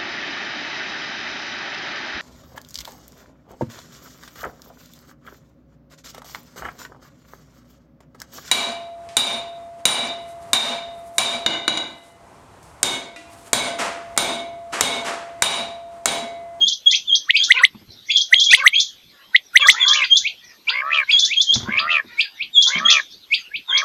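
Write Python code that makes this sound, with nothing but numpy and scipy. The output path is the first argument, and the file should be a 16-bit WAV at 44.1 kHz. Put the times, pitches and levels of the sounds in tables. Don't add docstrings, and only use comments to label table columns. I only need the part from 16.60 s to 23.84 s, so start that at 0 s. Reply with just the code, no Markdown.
import sys
import numpy as np
from scipy import signal
from scipy.io import wavfile
from scipy.ndimage import uniform_filter1d

SR = 44100
rng = np.random.default_rng(int(sys.argv[2]) if len(sys.argv) > 2 else 0)


def volts(x):
    e = np.asarray(x, float) / 20
    return 10 ** e


def generate_wav(signal):
    frames = np.transpose(np.atleast_2d(signal))
    scaled = np.clip(frames, -1, 1) * 32767
    pcm = np.round(scaled).astype(np.int16)
    wavfile.write(sys.argv[1], SR, pcm)


N = 319284

# (flick time [s], held length [s], first pitch [Hz], last level [dB], swell [dB])
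HIGH_WHISTLES = [(0.08, .069, 3255, -14, -4), (0.3115, 0.046, 3313, -13.5, -10),
                 (0.8369, .073, 3090, -12.5, 10), (1.5681, 0.065, 3402, -14.5, -4),
                 (1.798, 0.059, 3245, -12.5, 14), (1.8389, 0.051, 3178, -12.5, 10),
                 (1.9083, 0.052, 3316, -12.5, -2.5), (2.2005, 0.062, 3194, -11, -1),
                 (3.0696, .07, 3475, -13.5, 5), (3.1098, 0.035, 3339, -15, -4),
                 (3.2808, .079, 3527, -10.5, 2), (3.3333, .055, 3196, -12, 5.5),
                 (3.5691, 0.065, 3198, -10, 1.5), (4.5926, 0.07, 3388, -11, -1.5),
                 (4.6482, 0.028, 3432, -12, -6), (4.8139, 0.047, 3260, -13, -5.5),
                 (4.939, .064, 3202, -11.5, -1.5), (6.0237, 0.087, 3697, -11, 7.5),
                 (6.0742, .058, 3317, -12.5, 6.5), (6.3017, .047, 3267, -9, -4)]


def evened(x):
    return x / np.sqrt(np.mean(x ** 2) + 1e-20)


def read(points, hz):
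    f, value = np.transpose(points)
    return np.interp(np.log(hz + 1), np.log(f + 1), value)


def add(mix, s, sound):
    part = mix[max(round(s * SR), 0):][:len(sound)]
    part += sound[:len(part)]


def resonate(x, hz, width):
    turn = np.exp(2j * np.pi * np.cumsum(hz * np.ones(len(x))) / SR)
    r = np.exp(-np.pi * width / SR)
    return 2 * (turn * signal.lfilter([1 - r], [1, -r], x / turn + 1e-18)).real


def echoes(early_db, count):
    # (frequency [Hz], t60 [s])
    decay = [(300, 0.18), (2000, 0.17), (4000, 0.23), (7000, 0.26), (12000, 0.15)]
    taps = np.zeros((count, SR // 3))
    at = np.arange(80, taps.shape[1] - 20, 20)
    at = at + rng.integers(0, 20, (count, len(at)))
    np.put_along_axis(taps, at, rng.choice([-1., 1.], at.shape), axis=1)
    taps *= 1 + volts(early_db - 400 * np.arange(taps.shape[1]) / SR)
    hz, t, z = signal.stft(taps, SR, nperseg=128)
    tails = signal.istft(z * volts(-60 * t / read(decay, hz)[:, None]), SR, nperseg=128)[1]
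    return tails / np.linalg.norm(tails, axis=1, keepdims=True)


def shed(x, early_db):
    return signal.oaconvolve(x, echoes(early_db, count=1)[0])[:N]


def bumps():
    # (time [s], peak level [dB], t60 [s], extra level of the deepest board [dB])
    blows = [(0.0, -38.5, 0.7, -8.5), (1.145, -39.5, 0.27, 2.5), (1.212, -41.5, 0.25, 2.5),
             (1.279, -44.5, 0.72, 13), (3.099, -35, 0.16, 0.5), (4.792, -63.5, 0.14, -16),
             (4.92, -41, 1, -19), (4.955, -24, 0.29, 9), (4.999, -31.5, 0.69, 10.5),
             (5.029, -30.5, 0.33, 1.5), (5.082, -23, 0.22, -13.5), (5.156, -34.5, 0.78, -1.5),
             (5.217, -54, 0.1, -11), (5.44, -39, 0.33, -2.5), (6.152, -26, 0.61, -26),
             (6.201, -38.5, 0.44, -24)]
    # (frequency [Hz], width [Hz], level [dB])
    boards = [(110, 35, -3), (203, 47, 2.5), (237, 10, -13), (312.2, 63, -6.5), (520, 220, -28.5)]
    knock = 2.5
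    scuff_share = 0.93
    deep, push, scuff = np.zeros((3, N))
    t = np.arange(SR // 2) / SR
    for s, db, t60, deep_db in blows:
        onset = np.minimum(t / 0.0034, 1) * (1 + knock * np.exp(-t / 0.011))
        blow = volts(db - 60 * t / t60) * onset * rng.standard_normal(len(t))
        add(deep, s, volts(deep_db) * blow)
        add(push, s, blow)
        add(scuff, s, blow * volts(-60 * t / (scuff_share * t60)))
    rings = np.zeros(N)
    for k, (hz, width, db) in enumerate(boards):
        drive = deep if k == 0 else push
        rings += volts(db) * resonate(resonate(drive, hz, 2 * width), hz, 2 * width)
    return volts(17.0) * rings + volts(-4.5) * resonate(resonate(scuff, 730, 1600), 730, 1600)


def wash(spectrum, patchy_db):
    a, b, patches = rng.standard_normal((N // 128 + 5, 257, 3)).T
    patches = uniform_filter1d(uniform_filter1d(patches, size=5, axis=0), size=20, axis=1)
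    shape_db = read(spectrum, np.fft.rfftfreq(512, 1 / SR))[:, None]
    z = (a + 1j * b) * volts(shape_db + patchy_db * evened(patches))
    return evened(signal.istft(z, nperseg=512, noverlap=384)[1][:N])


def room_air():
    # (frequency [Hz], density [dB per Hz])
    spectrum = [(18, -65), (30, -10.5), (249, -7.5), (1130, -19), (2900, -15), (3400, -10), (6200, -22.5),
                (7840, -39), (11900, -45), (12900, -28.5), (15500, -50)]
    return volts(-52 + 6) * wash(spectrum, patchy_db=2.0)


def bursts(t, s, db, fall_db_per_s):
    rise_db_per_s = 383
    late = t - np.asarray(s)[:, None]
    swell_db = np.minimum(rise_db_per_s * late, -fall_db_per_s * late)
    return volts(np.asarray(db)[:, None] + swell_db) ** 2


def far_cages():
    # (time [s], level [dB], centre [Hz])
    far_calls = [(.0, -42, 3290), (0.46, -44.5, 3400), (0.931, -42, 3306), (1.311, -44.5, 4430),
                 (1.388, -42.5, 3685), (1.479, -45, 6080), (2.502, -49.5, 4530), (2.622, -50.5, 3620),
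                 (2.859, -63.5, 5910), (3.87, -51, 6020), (4.27, -44, 3020), (4.45, -37.5, 3210),
                 (5.22, -51, 3690), (5.482, -42, 3974), (5.542, -45, 3503), (5.75, -46.5, 3610),
                 (6.529, -41.5, 4033), (6.598, -46.5, 3403), (7.2, -45, 3383)]
    # (frequency [Hz], density [dB per Hz])
    high_spectrum = [(1800, -35.5), (2600, -23), (3300, -7.5), (6300, -7), (7200, -21), (10000, -59.5)]
    # (frequency [Hz], density [dB per Hz])
    low_spectrum = [(410, -53), (700, -33), (862, -9), (1070, -17), (1420, 2), (1950, -10.5), (2600, -29.5),
                    (3380, -41.5), (5720, -120)]
    linger_db, linger_hz, lull_db, patchy_db = -21, 3300, -63, 4.0
    t = np.arange(0, N / SR, .005)
    s, db, hz = np.transpose(far_calls)
    high = np.transpose(HIGH_WHISTLES)
    calls = bursts(t, s, db, fall_db_per_s=105.5)
    linger = bursts(t, high[0], high[3] + linger_db, fall_db_per_s=75.5).sum(0) + volts(lull_db) ** 2
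    centre_hz = (hz @ calls ** 2 + linger_hz * linger ** 2) / ((calls ** 2).sum(0) + linger ** 2)
    gain = np.sqrt(calls.sum(0) + linger)
    gain, centre_hz = (np.interp(np.arange(N) / SR, t, c) for c in (gain, centre_hz))
    blur = wash(high_spectrum, patchy_db)
    coloured = resonate(resonate(blur, centre_hz, 1400), centre_hz, 1400)
    return gain * evened(0.15 * blur + coloured) + volts(-74.5) * wash(low_spectrum, patchy_db)


def whistles(rows, flick, tone, hold, wall_db=-60):
    wall_s = .0115
    settle = .45
    thin_db_per_octave = 10.5
    second_db, third_db, direct_db, shed_db, share, early_db = tone
    after, flick_hz, flick_db = np.transpose(flick)
    out = np.zeros(N)
    tails = volts(shed_db) * echoes(early_db, count=6)
    tails[:, 0] += volts(direct_db)
    tails[:, round(wall_s * SR)] += volts(direct_db + wall_db)
    for k, (s, held, first_hz, last_db, swell_db) in enumerate(rows):
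        lead = min(held + 0.0069, s)
        first_db = last_db - swell_db
        middle_hz = hold[0] + hold[1] * (first_hz - hold[0])
        middle_db = first_db + share * swell_db
        t = np.arange(-lead, after[-1], 1 / SR)
        start = .007 - held
        knots = np.r_[-lead, start, start + settle * (after[0] - start), after]
        hz = np.interp(t, knots, np.r_[first_hz, first_hz, middle_hz, flick_hz])
        db = np.interp(t, knots, np.r_[first_db - 18, first_db, middle_db, last_db + flick_db])
        turn = 2 * np.pi * np.cumsum(uniform_filter1d(hz, size=60)) / SR
        thin = volts(-thin_db_per_octave * np.maximum(np.log2(hz / flick_hz[1]), 0))
        overtones = volts(second_db) * np.sin(2 * turn) + volts(third_db) * np.sin(3 * turn)
        note = np.sin(turn) + thin * overtones
        note = np.sqrt(2) * volts(uniform_filter1d(db, size=40)) * note * signal.windows.tukey(len(t), .05)
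        add(out, s - lead, signal.fftconvolve(note, tails[k % len(tails)]))
    return out


def swelling(rows, swell):
    return [(*row, swell[0] + swell[1] * row[1]) for row in rows]


def high_whistles():
    # (time from its centre [s], pitch [Hz], level from the held note [dB])
    flick = [(-.018, 3340, -6.5), (-.010, 3476, 3.5), (-.005, 3540, -3.5), (0, 4280, -4), (.004, 6070, -3),
             (.009, 6596, -17), (0.016, 6930, -12)]
    # (flick time [s], held length [s], first pitch [Hz], last level [dB], swell [dB])
    farther = [(.1289, .039, 3180, -22.5, 1.5), (.3545, .038, 3117, -17.5, 15),
               (.5544, .078, 3520, -14.5, 10), (.652, 0.061, 3186, -42, 14.5),
               (1.6139, 0.063, 3375, -18, -7), (2.298, 0.021, 3315, -44, 12.5),
               (5.036, 0.064, 3184, -43, 2), (6.184, 0.035, 3126, -30, -10),
               (6.3274, 0.029, 3604, -14.5, 7), (7.177, .096, 3684, -16, 10)]
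    # (time from its centre [s], pitch [Hz], level from the held note [dB])
    far_flick = [(-.018, 3310, 0), (-.010, 3250, 4), (-.005, 3570, 0), (0, 4713, -3.5), (.004, 5950, -4.5),
                 (.009, 6260, -11), (0.018, 6430, -30.5)]
    close = whistles(HIGH_WHISTLES, flick, (-27, -66, -4, -2.5, 1.21, 2), (3240, 0.14), wall_db=-7.5)
    return close + whistles(farther, far_flick, (-33, -59, -1, -2, 0.88, 5), (3150, 0.039))


def distant_calls():
    # (time [s], length [s], first pitch [Hz], throat [Hz], level [dB])
    calls = [(0.326, 0.087, 776, 765.7, -54), (1.671, 0.14, 705, 700, -50.5), (2.5, 0.17, 295, 1449, -52),
             (2.58, 0.15, 302, 712, -57), (2.829, .078, 392, 372, -56.5), (3.771, 0.21, 499, 1940, -49.5),
             (3.849, 0.12, 275, 265, -71.5), (4.444, 0.14, 505, 1370, -43), (4.909, 0.078, 1650, 1581, -48),
             (5.434, .25, 499, 1820, -43.5), (5.696, 0.1, 2930, 2790, -51),
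             (6.828, 0.053, 2880, 2640, -40.5)]
    sag_per_s = 0.5
    out = np.zeros(N)
    for s, length, first_hz, throat_hz, db in calls:
        count = round(length * SR)
        waver = 1 + .03 * evened(uniform_filter1d(rng.standard_normal(count), size=200))
        hz = first_hz * np.linspace(1, 1 - sag_per_s * length, count) * waver
        turn = 2 * np.pi * np.cumsum(hz) / SR
        pulses = sum(np.cos(k * turn) for k in range(1, 8))
        pulses = pulses * (1 + .6 * rng.standard_normal(count))
        call = resonate(resonate(pulses, throat_hz, 1200), throat_hz, 1200)
        add(out, s, volts(db) * evened(call) * signal.windows.tukey(count, .6))
    return volts(-9) * out + shed(out, early_db=0)


def middle_whistles():
    # (flick time [s], held length [s], first pitch [Hz], last level [dB])
    firm = [(.7667, 0.03, 2224, -12.5), (1.5143, 0.023, 2141, -18), (1.9302, 0.037, 2331, -12.5),
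            (3.4433, 0.05, 2305, -18.5), (4.0953, 0.018, 2350, -15), (4.5137, 0.034, 2127, -15),
            (5.193, 0.035, 2100, -16), (5.6092, 0.031, 2212, -14), (6.7435, 0.035, 2177, -14)]
    # (flick time [s], held length [s], first pitch [Hz], last level [dB])
    soft = [(.351, 0.028, 2030, -20.5), (.9907, 0.051, 2060, -22), (2.153, 0.035, 2144, -19),
            (3.6757, 0.039, 2053, -19.5), (4.7366, 0.041, 2045, -20.5), (5.826, 0.037, 2117, -23),
            (6.9622, 0.033, 2180, -24.5)]
    # (time from its centre [s], pitch [Hz], level from the held note [dB])
    flick = [(-.010, 2602, 4), (-.005, 2820, -4), (0, 3457, 2.5), (.003, 4610, -5.5), (.007, 4850, -5.5),
             (0.013, 4766, -19.5)]
    # (time from its centre [s], pitch [Hz], level from the held note [dB])
    soft_flick = [(-.010, 2581, 4), (-.005, 2734, 1), (0, 3360, 2), (.003, 4134, -4), (.007, 4750, -12.5),
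                  (0.011, 4900, -28)]
    swell, hold = (-17, 800), (2300, 0.28)
    out = whistles(swelling(firm, swell), flick, (-28, -38.5, -1, -4.5, 1.0049, -6), hold)
    return out + whistles(swelling(soft, swell), soft_flick, (-37.5, -49, -2, -5.5, 1.1671, -8), hold)


def near_whistles():
    # (flick time [s], held length [s], first pitch [Hz], last level [dB], swell [dB])
    light = [
        (.707, 0.033, 1137, -11.5, 28),
    ]
    # (time from its centre [s], pitch [Hz], level from the held note [dB])
    light_flick = [(-.014, 1750, -11), (-.009, 1900, 2.5), (-.0055, 2050, 3), (-.0022, 2400, 0),
                   (0, 2900, 9.5), (.0015, 3600, 7.5), (.003, 4500, -16)]
    # (flick time [s], held length [s], first pitch [Hz], last level [dB])
    full = [(.9211, .034, 1400, -4.5), (1.0508, 0.029, 1308, -4), (1.743, .026, 1512, -4),
            (1.9484, 0.031, 1440, -2.5), (2.0775, 0.044, 1280, -2.5), (2.763, 0.024, 1517, -5.5),
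            (2.973, .033, 1413, -2.5), (3.1004, 0.023, 1281, -0.5)]
    # (time from its centre [s], pitch [Hz], level from the held note [dB])
    flick = [(-.017, 1780, -9), (-.013, 1930, 2), (-.008, 2050, 4), (-.0045, 2200, 1), (-.0022, 2500, -13),
             (-.0008, 2900, 2), (.0012, 3650, 2), (.003, 4700, -16)]
    tone, hold = (-27.5, -55, -0.5, -17.5, 0.16, 28), (1780, .68)
    out = whistles(light, light_flick, tone, hold)
    return out + whistles(swelling(full, (21, 40)), flick, tone, hold)


def growls(rows, shape, apart, rough, mixing, throat_width, chest_db, shed_db, merged=0):
    joint_partials = [(2, 1, .7), (1, 2, .3), (2, 2, 1.), (3, 1, .4), (1, 4, .5)]
    open_hz = (1500, 2100)
    throb = .2
    spill_db = -12.5
    spread, chest_ratio = .15, 2.12
    out = np.zeros(N)
    u, *columns = np.transpose(shape)
    for s, longer, higher, level_db in rows:
        t = np.arange(0, u[-1] * longer, 1 / SR)
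        hz, throat_hz, db = (uniform_filter1d(np.interp(t / longer, u, c), size=300) for c in columns)
        sides, turns = [], []
        for ratio in (higher, higher * apart):
            jitter = 1 + 0.012 * evened(uniform_filter1d(rng.standard_normal(len(t)), size=120))
            turn = 2 * np.pi * np.cumsum(hz * ratio * jitter) / SR
            turns.append(turn)
            sides.append(sum(np.cos(k * turn + spread * k * k) / np.sqrt(k) for k in range(1, 8)))
        sums = sum(w * np.cos(j * turns[0] + m * turns[1] + j * m) for j, m, w in joint_partials)
        drive = evened(sides[0] + sides[1] + merged * sums + mixing * sides[0] * sides[1])
        source = drive + rough * np.abs(drive) * rng.standard_normal(len(t))
        throat = source
        for _ in range(3):
            throat = resonate(throat, throat_hz, throat_width)
        opened = np.interp(throat_hz, open_hz, (0, 1))
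        breath = np.abs(drive) * rng.standard_normal(len(t))
        spill = resonate(resonate(breath, 1.2 * throat_hz, 1400), 1.1 * throat_hz, 1400)
        pinch = 1 + throb * opened * np.cos(turns[1] - turns[0])
        throat = (throat + volts(spill_db) * opened * spill) * pinch
        chest = resonate(resonate(source, chest_ratio * hz, 690), chest_ratio * hz, 600)
        voice = evened(throat + volts(chest_db) * chest)
        add(out, s, volts(db + level_db) * voice * signal.windows.tukey(len(t), .05))
    return out + volts(shed_db) * shed(out, early_db=18.5)


def soft_rasps():
    # (time [s], length factor, pitch factor, level [dB])
    rasps = [(.787, 0.87, 1.23, -4), (3.465, 1.09, 1.08, -10.5), (4.535, 1.02, 1.15, -3),
             (5.63, 1.01, 1.3, -7.5), (6.762, 1.06, 1.04, -8.5)]
    # (time from its start [s], pitch [Hz], throat [Hz], level [dB])
    course = [(0, 637.7, 2377, -55), (0.019, 633.3, 1970, -28.5), (0.044, 623.5, 1522, -46.5),
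              (.07, 680, 1268, -59.5), (.09, 693, 1382, -49), (.13, 692, 1450, -48.5),
              (0.154, 840, 1916, -34.5), (.17, 913, 2040, -44.5)]
    return growls(rasps, course, apart=1.03, rough=1.0, mixing=.1, throat_width=760,
                  chest_db=-26.0, shed_db=0.0)


def near_rasps():
    # (time [s], length factor, pitch factor, level [dB])
    rasps = [
        (.94, 1.06, 0.9, 4),
        (1.972, 1.004, 0.97, 6.5),
        (2.995, 1.01, 1.01, 8.5),
    ]
    # (time from its start [s], pitch [Hz], throat [Hz], level [dB])
    course = [(0, 519, 2948, -33.5), (0.014, 531, 2813, -25), (0.033, 580.6, 2150, -19.5),
              (0.051, 541.7, 1731, -23), (.068, 570, 1150, -27), (.08, 640, 1280, -31),
              (0.088, 694, 1400, -34)]
    return growls(rasps, course, apart=1.025, rough=.35, mixing=0.1, throat_width=560,
                  chest_db=-13, shed_db=-8.0)


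def outside_chirps():
    # (time [s], length [s], first pitch [Hz], last pitch [Hz], level [dB])
    chirps = [(1.19, 0.026, 4620, 5340, -59), (2.375, .07, 3350, 2497, -58),
              (2.44, 0.095, 2455, 2200, -57.5), (2.6, .08, 2900, 3247, -53),
              (2.82, 0.12, 6480, 4610, -57.5), (3.76, 0.1, 5800, 4290, -55),
              (3.84, 0.018, 6500, 5360, -50.5), (3.89, 0.09, 6420, 5870, -60),
              (3.975, 0.052, 3633, 4226, -56.5), (5.74, 0.1, 6500, 4680, -57.5),
              (6.5, .04, 4900, 6020, -52), (6.78, .05, 6530, 6135, -52.5), (7.0, .09, 4800, 5420, -61)]
    out = np.zeros(N)
    for s, length, first_hz, last_hz, db in chirps:
        count = round(length * SR)
        chirp = resonate(rng.standard_normal(count), np.geomspace(first_hz, last_hz, count), 90)
        add(out, s, volts(db) * evened(chirp) * signal.windows.tukey(count, .5))
    return out + volts(-3) * shed(out, early_db=5)


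def long_growls():
    # (time [s], length factor, pitch factor, level [dB])
    calls = [
        (3.11, 0.94, 0.91, -1.4),
        (4.07, 0.99, 0.99, 0.1),
        (5.045, 0.99, 1.032, 0.4),
        (6.055, 0.96, 1.01, 0.3),
        (7.075, 0.95, 1.02, 0.5),
    ]
    # (time from its start [s], pitch [Hz], throat [Hz], level [dB])
    course = [(0, 441.2, 1058, -45.5), (0.036, 461.1, 1150, -28.5), (0.084, 505, 2160, -22.5),
              (0.14, 533.5, 2200, -21.5), (0.161, 556.3, 1083, -26.5), (0.226, 592.7, 1250, -22.5),
              (.28, 598.2, 3040, -13.5), (.33, 564.9, 2274, -15.5), (0.374, 520, 1483, -24)]
    return growls(calls, course, apart=1.125, rough=.5, mixing=.3, throat_width=680,
                  chest_db=-10, shed_db=-13, merged=1.1)


def scene():
    background = room_air() + far_cages() + distant_calls() + outside_chirps()
    notes = high_whistles() + middle_whistles() + near_whistles()
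    rough_voices = soft_rasps() + near_rasps() + long_growls()
    return (bumps() + background + notes + rough_voices)[None]


def shifting_bands(x):
    split_hz = 7200
    gate_db, gate_range_db = -9, 9
    wide_from_db = -51.5
    hush_db, hush_from_db = -8, -46
    hz, _, z = signal.stft(x, SR, nperseg=2048, noverlap=1536)
    treble = hz[:, None] > split_hz
    off_whine = abs(hz[:, None] - 12700) > 330
    power = np.abs(z) ** 2
    outline = np.sqrt(np.abs(uniform_filter1d(power, size=16, axis=0)))

    steady_db = 10 * np.log10(uniform_filter1d(outline ** 2, size=3, axis=1) + 1e-16)
    above_db = steady_db - np.percentile(steady_db[:, ::4], 15, axis=1)[:, None]
    z = z * volts(gate_db * np.clip(1 - above_db / gate_range_db, 0, 1.3) * off_whine)

    a, b = rng.standard_normal((z.shape[1], len(hz), 2)).T
    overload = 10 * np.log10(power[(hz > 1500) & (hz < 2500)].sum(0) + 1e-12) > -18
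    bands_db = rng.uniform(-16, 0, (35, z.shape[1] // 4 + 1))
    bands_db = np.repeat(np.repeat(bands_db, 30, axis=0), 4, axis=1)
    outline = outline * volts(bands_db[:len(hz), :z.shape[1]])
    z = np.where(treble & overload, volts(10.0) * outline * (a + 1j * b), z)

    broad_db = 10 * np.log10(np.median(power[(hz > 900) & (hz < 3400)], 0) + 1e-14)
    dimmed = volts(-2.5 * np.maximum(broad_db - wide_from_db, 0) * ~overload)
    z = np.where(treble | (hz[:, None] < 420), z * dimmed, z)

    low_db = 10 * np.log10(power[(hz > 950) & (hz < 1400)].sum(0) + 1e-12)
    hushed = volts(hush_db * np.clip((low_db - hush_from_db) / 5, 0, 1) * ~overload)
    z = np.where(treble & off_whine, z * hushed, z)
    return signal.istft(z, SR, nperseg=2048, noverlap=1536)[1][:N]


def whine():
    # (frequency [Hz], level [dB])
    tones = [
        (12462, -71),
        (12909, -72.5),
    ]
    out = np.zeros(N)
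    for hz, db in tones:
        fuzz = evened(resonate(rng.standard_normal(N), hz, 40))
        out += volts(db) * evened(np.sin(2 * np.pi * hz * np.arange(N) / SR) + .25 * fuzz)
    return out


def band_limit(x):
    return signal.sosfilt(signal.butter(12, 15610, fs=SR, output="sos"), x)


def record(dry):
    # (frequency [Hz], gain [dB])
    response = [(100, -6.5), (6700, 1.5), (7300, 1.5), (10500, 0.5), (12500, 0), (14500, -6.5),
                (15500, -8.5), (16000, -37)]
    ceiling, hiss_db = .99, -58.5
    loaded = np.clip(dry[0] + volts(hiss_db) * rng.standard_normal(N), -ceiling, ceiling)
    hz = np.linspace(0, SR / 2, 257)
    microphone = signal.firwin2(255, hz, volts(read(response, hz)), fs=SR)
    coloured = signal.oaconvolve(loaded, microphone, "same") + whine()
    mix = np.clip(shifting_bands(coloured), -1, 1)[None]
    return band_limit(mix)


dry = scene()
out = record(dry)
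generate_wav(out)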